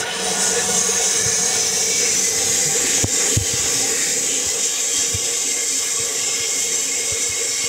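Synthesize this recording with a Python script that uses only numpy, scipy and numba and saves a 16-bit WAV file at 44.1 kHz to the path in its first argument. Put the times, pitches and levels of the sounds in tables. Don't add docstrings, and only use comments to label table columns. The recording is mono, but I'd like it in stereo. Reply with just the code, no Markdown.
import sys
import numpy as np
from scipy import signal
from scipy.fft import rfft, irfft
from scipy.io import wavfile
from scipy.ndimage import uniform_filter1d, map_coordinates
from numba import njit

SR = 44100
rng = np.random.default_rng(int(sys.argv[2]) if len(sys.argv) > 2 else 0)


def wrap_up_sound(samples):
    columns = np.atleast_2d(samples).T
    tamed = np.clip(columns, -1, 1)
    steps = np.round(tamed * 32767).astype(np.int16)
    wavfile.write(sys.argv[1], SR, steps)


N = 338688

# (frequency [Hz], flicker spread [dB], flicker rate [1/s])
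FLICKER = [(40.2, 3.5, 5.9), (119.5, 4.5, 11), (405, 2, 18), (1942, 2, 14), (6937, 0.77, 22),
           (13820, 1.1, 14)]
def water_jet():
    t, hz = np.arange(N) / SR, np.maximum(np.fft.rfftfreq(N, 1 / SR), 1)
    place = mic_place(t)
    nearness = [np.clip(1 - np.abs(place - p), 0, 1) for p in range(4)]
    spectra = [place_gain(hz, p) * noise for p, noise in enumerate(port_noise(hz))]
    hiss = (hz > 4500) & (hz < 9500)
    spectra = [s * N / np.sqrt(2 * np.sum(np.abs(s.mean(0)[hiss]) ** 2)) for s in spectra]
    surge_db = .25 * wander(rate=12)
    sputter_db = .4 * wander(rate=70)
    out = np.zeros((2, N))
    for centre in 30 * 2 ** np.arange(0, 9.8, 2 / 3):
        band = np.clip(1 - np.abs(np.log2(hz / centre)) * 3 / 2, 0, 1)
        flicker_db = over_hz(FLICKER, centre) * wander(over_hz(FLICKER, centre, column=2))
        db = flow_db(t, place, centre) + surge_db + flicker_db + sputter_db * (centre > 1000)
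        out += undb(db) * sum(nearness[p] * irfft(band * spectra[p], N) for p in range(4))
    return out


# (time [s], level [dB])
JET_LEVEL = [(0, -22.5), (.05, -40), (.17, -31.5), (.26, -26), (.45, -19), (1, -18), (1.75, -19.5),
             (2.45, -18), (3.2, -14.5), (3.6, -18), (4.1, -21), (5.6, -22.5), (6.1, -21.5), (7.1, -22.5),
             (7.68, -23)]
def flow_db(t, place, hz):
    def in_band(boom=0, splash=0, spray=0):
        return over_hz([(500, boom), (2800, splash), (7000, 0), (13000, spray)], hz)

    jet_db = np.interp(t, *np.transpose(JET_LEVEL))
    balance_db = in_band(boom=-4.5, splash=-4.5, spray=-2.3)
    throttled_db = np.maximum(-21 - jet_db, 0) * (place < 1)
    held_db = in_band(boom=.84, splash=1.04, spray=.6) * throttled_db
    purge_db = in_band(boom=4.5, splash=4.5) * np.exp(-(t / .79) ** 2)
    bass_taper = min(hz / 300, 1)
    spray_db = in_band(spray=4.5) * np.clip(place, 0, 1)
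    return jet_db + balance_db + bass_taper * (held_db + purge_db) + spray_db


# (time [s], level [dB], pitch [Hz])
WHISTLE = [(0, -36, 5900), (.7, -51, 6280), (.8, -18.5, 6490), (1.5, -21.5, 6496), (1.62, -29, 6050),
           (2.2, -23.5, 6030), (2.45, -25, 6390), (2.8, -33, 7124), (7.68, -62, 7250)]
def valve_whistle():
    return noisy_tone(WHISTLE, width_hz=33)


# (time [s], pitch [Hz], length [cycles], level [dB])
CLEAR_RINGS = [(.028, 1460, 20, -9), (.095, 2970, 160, -25), (.31, 470, 11, -22), (.56, 466, 26, -14.5),
               (.69, 455, 12, -14.5), (.885, 453.5, 18, -18), (2.648, 148, 13, -23), (3.17, 453, 14, -15.5),
               (4.85, 3710, 52, -28), (5.964, 1112, 49, -18)]
def rings_and_fizz():
    fizz_per_s, low_hz, high_hz, fizz_cycles = 90, 1919, 5504, 81
    out, chance = np.zeros((2, N)), rng.random((2048, 3))
    starts = np.cumsum(-np.log(1 - chance[:, 0])) / fizz_per_s
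    fizz = [(start, low_hz * (high_hz / low_hz) ** pitch, fizz_cycles, -36 + 7.5 * (strength - .5))
            for start, (_, pitch, strength) in zip(starts[starts < N / SR], chance)]
    for start, hz, cycles, db in CLEAR_RINGS + fizz:
        length = cycles * SR / hz
        age = np.arange(int(length)) / length
        envelope = 4 * age * np.exp(1 - 4 * age) * (1 - age ** 4)
        ring = envelope * np.sin(2 * np.pi * cycles * age * (1 + .014 * age))
        for port, late_s in enumerate((0, port_lag_s(start))):
            i = int((start + late_s) * SR)
            out[port, i:i + len(ring)] += undb(db) * ring[:max(N - i, 0)]
    return out


# (time [s], level [dB], body pitch [Hz], shell against body [dB])
KNOCKS = [(1.264, -16, 100.6, -23), (2.494, -23, 100, -35), (2.983, -37, 110, 4.5), (3.044, 2.5, 99, -2),
          (3.374, 3, 100.4, -9), (3.413, -7.5, 85, -24), (3.539, -17.5, 116, -6), (3.599, -23, 75, -19),
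          (3.645, -25, 74, -13), (4.468, -27, 79.6, -14), (4.985, -33, 85, -18), (5.148, -14.5, 95, -15),
          (6.003, -28, 110, -19), (6.404, -31, 110, -21), (7.124, -23, 90.7, -14), (7.298, -27, 90, -15),
          (7.642, -34, 100, 0)]
def handling_knocks():
    out = np.zeros((2, N))
    shell_pan_db = np.array([[-6.75], [6.75]])
    body_pan_db = .29 * shell_pan_db
    for start, db, body_hz, shell_db in KNOCKS:
        i = np.arange(int((start - .03) * SR), min(int((start + .2) * SR), N))
        t = i / SR - start
        body = body_hz, 6.8 / body_hz, body_pan_db
        shell = 256, .017, shell_db + shell_pan_db
        crack = 535, .0015, 9.5 + 3.4 * shell_db + body_pan_db
        for hz, t60_s, part_db in (body, shell, crack):
            rise = np.exp(-(np.minimum(t, 0) * hz / .5) ** 2)
            decay = np.exp(-np.log(1000) * np.maximum(t, 0) / t60_s)
            out[:, i] -= undb(db + part_db) * rise * decay * np.cos(2 * np.pi * hz * t)
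    return out


# (time [s], level [dB], pitch [Hz])
HOLLOW = [(0, -40, 2140), (1.2, -33.5, 2240), (2, -36.5, 2290), (2.2, -32.5, 2042), (4.2, -42.5, 2006),
          (4.7, -40.5, 2092), (7.68, -33, 2180)]
def hollow_tone():
    return noisy_tone(HOLLOW, width_hz=27.6)


def pipe_hum(pitch_hz=187):
    levels = [(0, -65), (.41, -35), (.64, -35), (1.02, -41), (2.7, -41), (3.08, -65)]
    return noisy_tone([(time_s, db, pitch_hz) for time_s, db in levels], width_hz=10.5)


# (frequency [Hz], level [dB])
COLOURS = [
    [(30, -12), (90, -11), (300, -18), (620, -10), (1300, -14.5), (2400, -12.5), (4400, -14), (5100, -9.5),
     (6300, -5.5), (7400, -5), (8600, -10.5), (10000, -18.5), (11900, -31), (15700, -32)],
    [(30, -22), (90, -8.5), (300, -21), (620, -11.5), (1300, -10.5), (2400, -11), (4400, -16), (5200, -5.5),
     (6100, -2), (7300, -4.5), (8300, -13), (9200, -15), (12000, -29), (15700, -27)],
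    [(30, -18), (90, -13), (330, -11), (640, -18.5), (1300, -14), (2100, -8.5), (4300, -13), (5300, -8),
     (6300, -4), (7050, -2.5), (7900, -5.5), (9100, -19), (13000, -27.5), (15700, -33)],
    [(30, -18), (120, -14.5), (230, -16.5), (640, -19), (1300, -12.5), (2400, -10), (4200, -14),
     (5200, -6.5), (6600, -2), (7300, 0.5), (8000, -3), (9100, -18), (12000, -26), (15700, -34)],
]
# (frequency [Hz], width [Hz], level before trim [dB])
MODES_LOW = [
    [(192, 25, -7), (453, 36, -2), (730, 15, 1), (942, 25, -6.5), (1142, 19, -6), (1452, 12, 5),
     (1757, 110, -4)],
    [(181, 88, -8), (457, 32, 9), (740, 23, 5), (1140, 26, -1), (1720, 19, 2.5)],
    [(269.4, 18, -4), (465, 49.5, 1), (791, 21.4, -3.5), (1137, 22, -4.5)],
    [(274.5, 13.6, -3), (381, 15, -3), (466, 25.6, 5), (557, 8.1, -1), (715, 13.7, -5), (797, 34, -8.5),
     (1138, 28, -2), (1683, 17, -2)],
]
# (frequency [Hz], width [Hz], level before trim [dB])
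MODES_HIGH = [
    [(2944, 15, -2), (3300, 100, -15), (3900, 50, -5.5), (5170, 70, -4.5), (6920, 78, -6), (9050, 83, -0.5),
     (13100, 700, -26)],
    [(3220, 220, -7), (3870, 270, -2.5), (5200, 160, 0), (5960, 220, -1.5)],
    [(3160, 220, -11.5), (3686, 53, -3.5), (5310, 36, -3), (6350, 70, 0), (7040, 65, 2.5)],
    [(2875, 50, -3.5), (3236, 102, -2), (3760, 123, -3.5), (4500, 23, -3.5), (5320, 82, -2.5),
     (6280, 130, -0.5), (7130, 100, -0.5), (13140, 440, -23.5)],
]
# (frequency [Hz], left minus right [dB])
BALANCE = [
    [(60, -2.0), (110, -1.0), (200, 0.5), (380, 3.5), (700, 3.5), (1290, -1), (2380, -2), (4400, -0.5),
     (8120, -4.5), (15000, 7)],
    [(60, -1.0), (110, 0.5), (200, 1.5), (380, -1), (700, 2.5), (1290, -2), (2380, -0.5), (4400, -1),
     (8120, -2.5), (15000, 2)],
    [(60, -4), (110, -2), (200, 10), (380, 3), (700, 11), (1290, 1), (2380, 3), (4400, 1), (8120, 1.5),
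     (15000, 5.5)],
    [(60, 0), (110, -1.5), (200, 5.5), (380, -1), (700, 2.5), (1290, 0.5), (2380, 1), (4400, -1.0),
     (8120, -1), (15000, 6)],
]
def place_gain(hz, place):
    low_trim_db, high_trim_db = (1.5, -5, -.05, -.3)[place], (.53, -4, -.2, -.7)[place]
    power = undb(2 * over_hz(COLOURS[place], hz))
    for modes, trim_db in ((MODES_LOW[place], low_trim_db), (MODES_HIGH[place], high_trim_db)):
        for mode_hz, width_hz, db in modes:
            power += undb(2 * (db + trim_db)) / (1 + ((hz - mode_hz) / width_hz) ** 2) ** 2
    side_db = over_hz(BALANCE[place], hz) / 2
    return np.sqrt(power) * undb([side_db, -side_db])


def tile_echoes(sound, patch_hz=90, patch_s=.15):
    hz, t, spectrum = signal.stft(sound, SR, nperseg=1024)
    grid = np.meshgrid(hz / patch_hz, t / patch_s, indexing="ij")
    fields = rng.standard_normal((2, 512, 256))
    patches = np.array([map_coordinates(field, grid, order=1, mode="wrap") for field in fields])
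    depth_db = 4 * np.clip(hz / 2500, 0, 1)[:, None]
    return signal.istft(spectrum * undb(depth_db * patches), SR, nperseg=1024)[1][:, :N]


# (time [s], place [0 at the pipe, 1 turning, 2 over the jet, 3 above the tank])
MIC_PATH = [(0, 0), (1.55, 0.66), (1.8, 1.2), (2.2, 1.65), (2.7, 2.28), (4.3, 2), (4.7, 3), (7.68, 3)]
def mic_place(t):
    return np.interp(t, *np.transpose(MIC_PATH))


PORT_LAG_MS = [0.267, 0.414, 0.538, 0.3995]
def port_lag_s(t):
    return np.interp(mic_place(t), range(4), PORT_LAG_MS) / 1000


# (frequency [Hz], share of power [0-1])
COHERENCE = [(60, 1), (130, 0.78), (300, 0.88), (700, 0.83), (1400, 0.55), (3000, 0), (7000, 0.64),
             (15000, 0)]
def port_noise(hz):
    shared, left, right = rfft(rng.standard_normal((3, N)))
    alike = over_hz(COHERENCE, hz)
    own = np.sqrt(1 - alike) * np.array([left, right])
    direct = hz ** 2 / (hz ** 2 + 570 ** 2)
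    patches = np.interp(hz / 301, np.arange(256), rng.standard_normal(256))
    scatter_rad = 4.23 * patches * np.clip(hz / 6000, 0, 1) ** 2
    for lag_ms in PORT_LAG_MS:
        delay = np.exp(-1j * (2 * np.pi * hz * lag_ms / 1000 * direct + scatter_rad))
        yield np.sqrt(alike) * np.array([shared, shared * delay]) + own


def noisy_tone(table, width_hz):
    t, hz = np.arange(N) / SR, np.fft.fftfreq(N, 1 / SR)
    times, db, pitches = np.transpose(table)
    pitch_hz = np.interp(t, times, pitches)
    lowpass = 1 / (1 + (hz / width_hz) ** 2)
    shared, left, right = np.fft.ifft(np.fft.fft(rng.standard_normal((3, N))) * lowpass).real
    phase = 2 * np.pi * np.cumsum(pitch_hz) / SR
    port_phases = np.array([phase - .015, phase - 2 * np.pi * pitch_hz * port_lag_s(t)])
    tone = shared * np.cos(port_phases) + np.array([left, right]) * np.sin(port_phases)
    return tone / tone.std() * undb(np.interp(t, times, db))


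def wander(rate):
    hold = max(int(SR / rate), 2)
    steps = np.repeat(rng.standard_normal(1024), hold)[:N]
    smooth = uniform_filter1d(uniform_filter1d(steps, hold), hold)
    return np.pad(smooth, (0, N - len(smooth)), "wrap") / smooth.std()


def over_hz(table, hz, column=1):
    table = np.array(table, float)
    return np.interp(np.log(hz), np.log(table[:, 0]), table[:, column])


def undb(db):
    return 10 ** (np.asarray(db) / 20)


def scene():
    tones = hollow_tone() + valve_whistle() + pipe_hum()
    return tile_echoes(water_jet() + tones + rings_and_fizz()) + handling_knocks()


@njit
def limiter(peak, ceiling, attack_s, release_s):
    gains, gain = np.empty(len(peak)), 1.
    for i in range(len(peak)):
        target = min(1., ceiling / (peak[i] + 1e-9))
        gain += (target - gain) / (SR * (attack_s if target < gain else release_s))
        gains[i] = gain
    return gains


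def record(dry):
    bass_cut = signal.sosfilt(signal.butter(2, 69.6, "high", fs=SR, output="sos"), dry)
    ahead = int(.0023 * SR)
    peak = np.pad(np.abs(bass_cut).max(0)[ahead:], (0, ahead))
    gain = limiter(peak, ceiling=float(undb(-5)), attack_s=.0003, release_s=.2)
    clipped = np.clip(bass_cut * gain, -.95, .95)
    return signal.sosfilt(signal.ellip(14, .3, 70, 15720, fs=SR, output="sos"), clipped)


dry = scene()
out = record(dry)
wrap_up_sound(out)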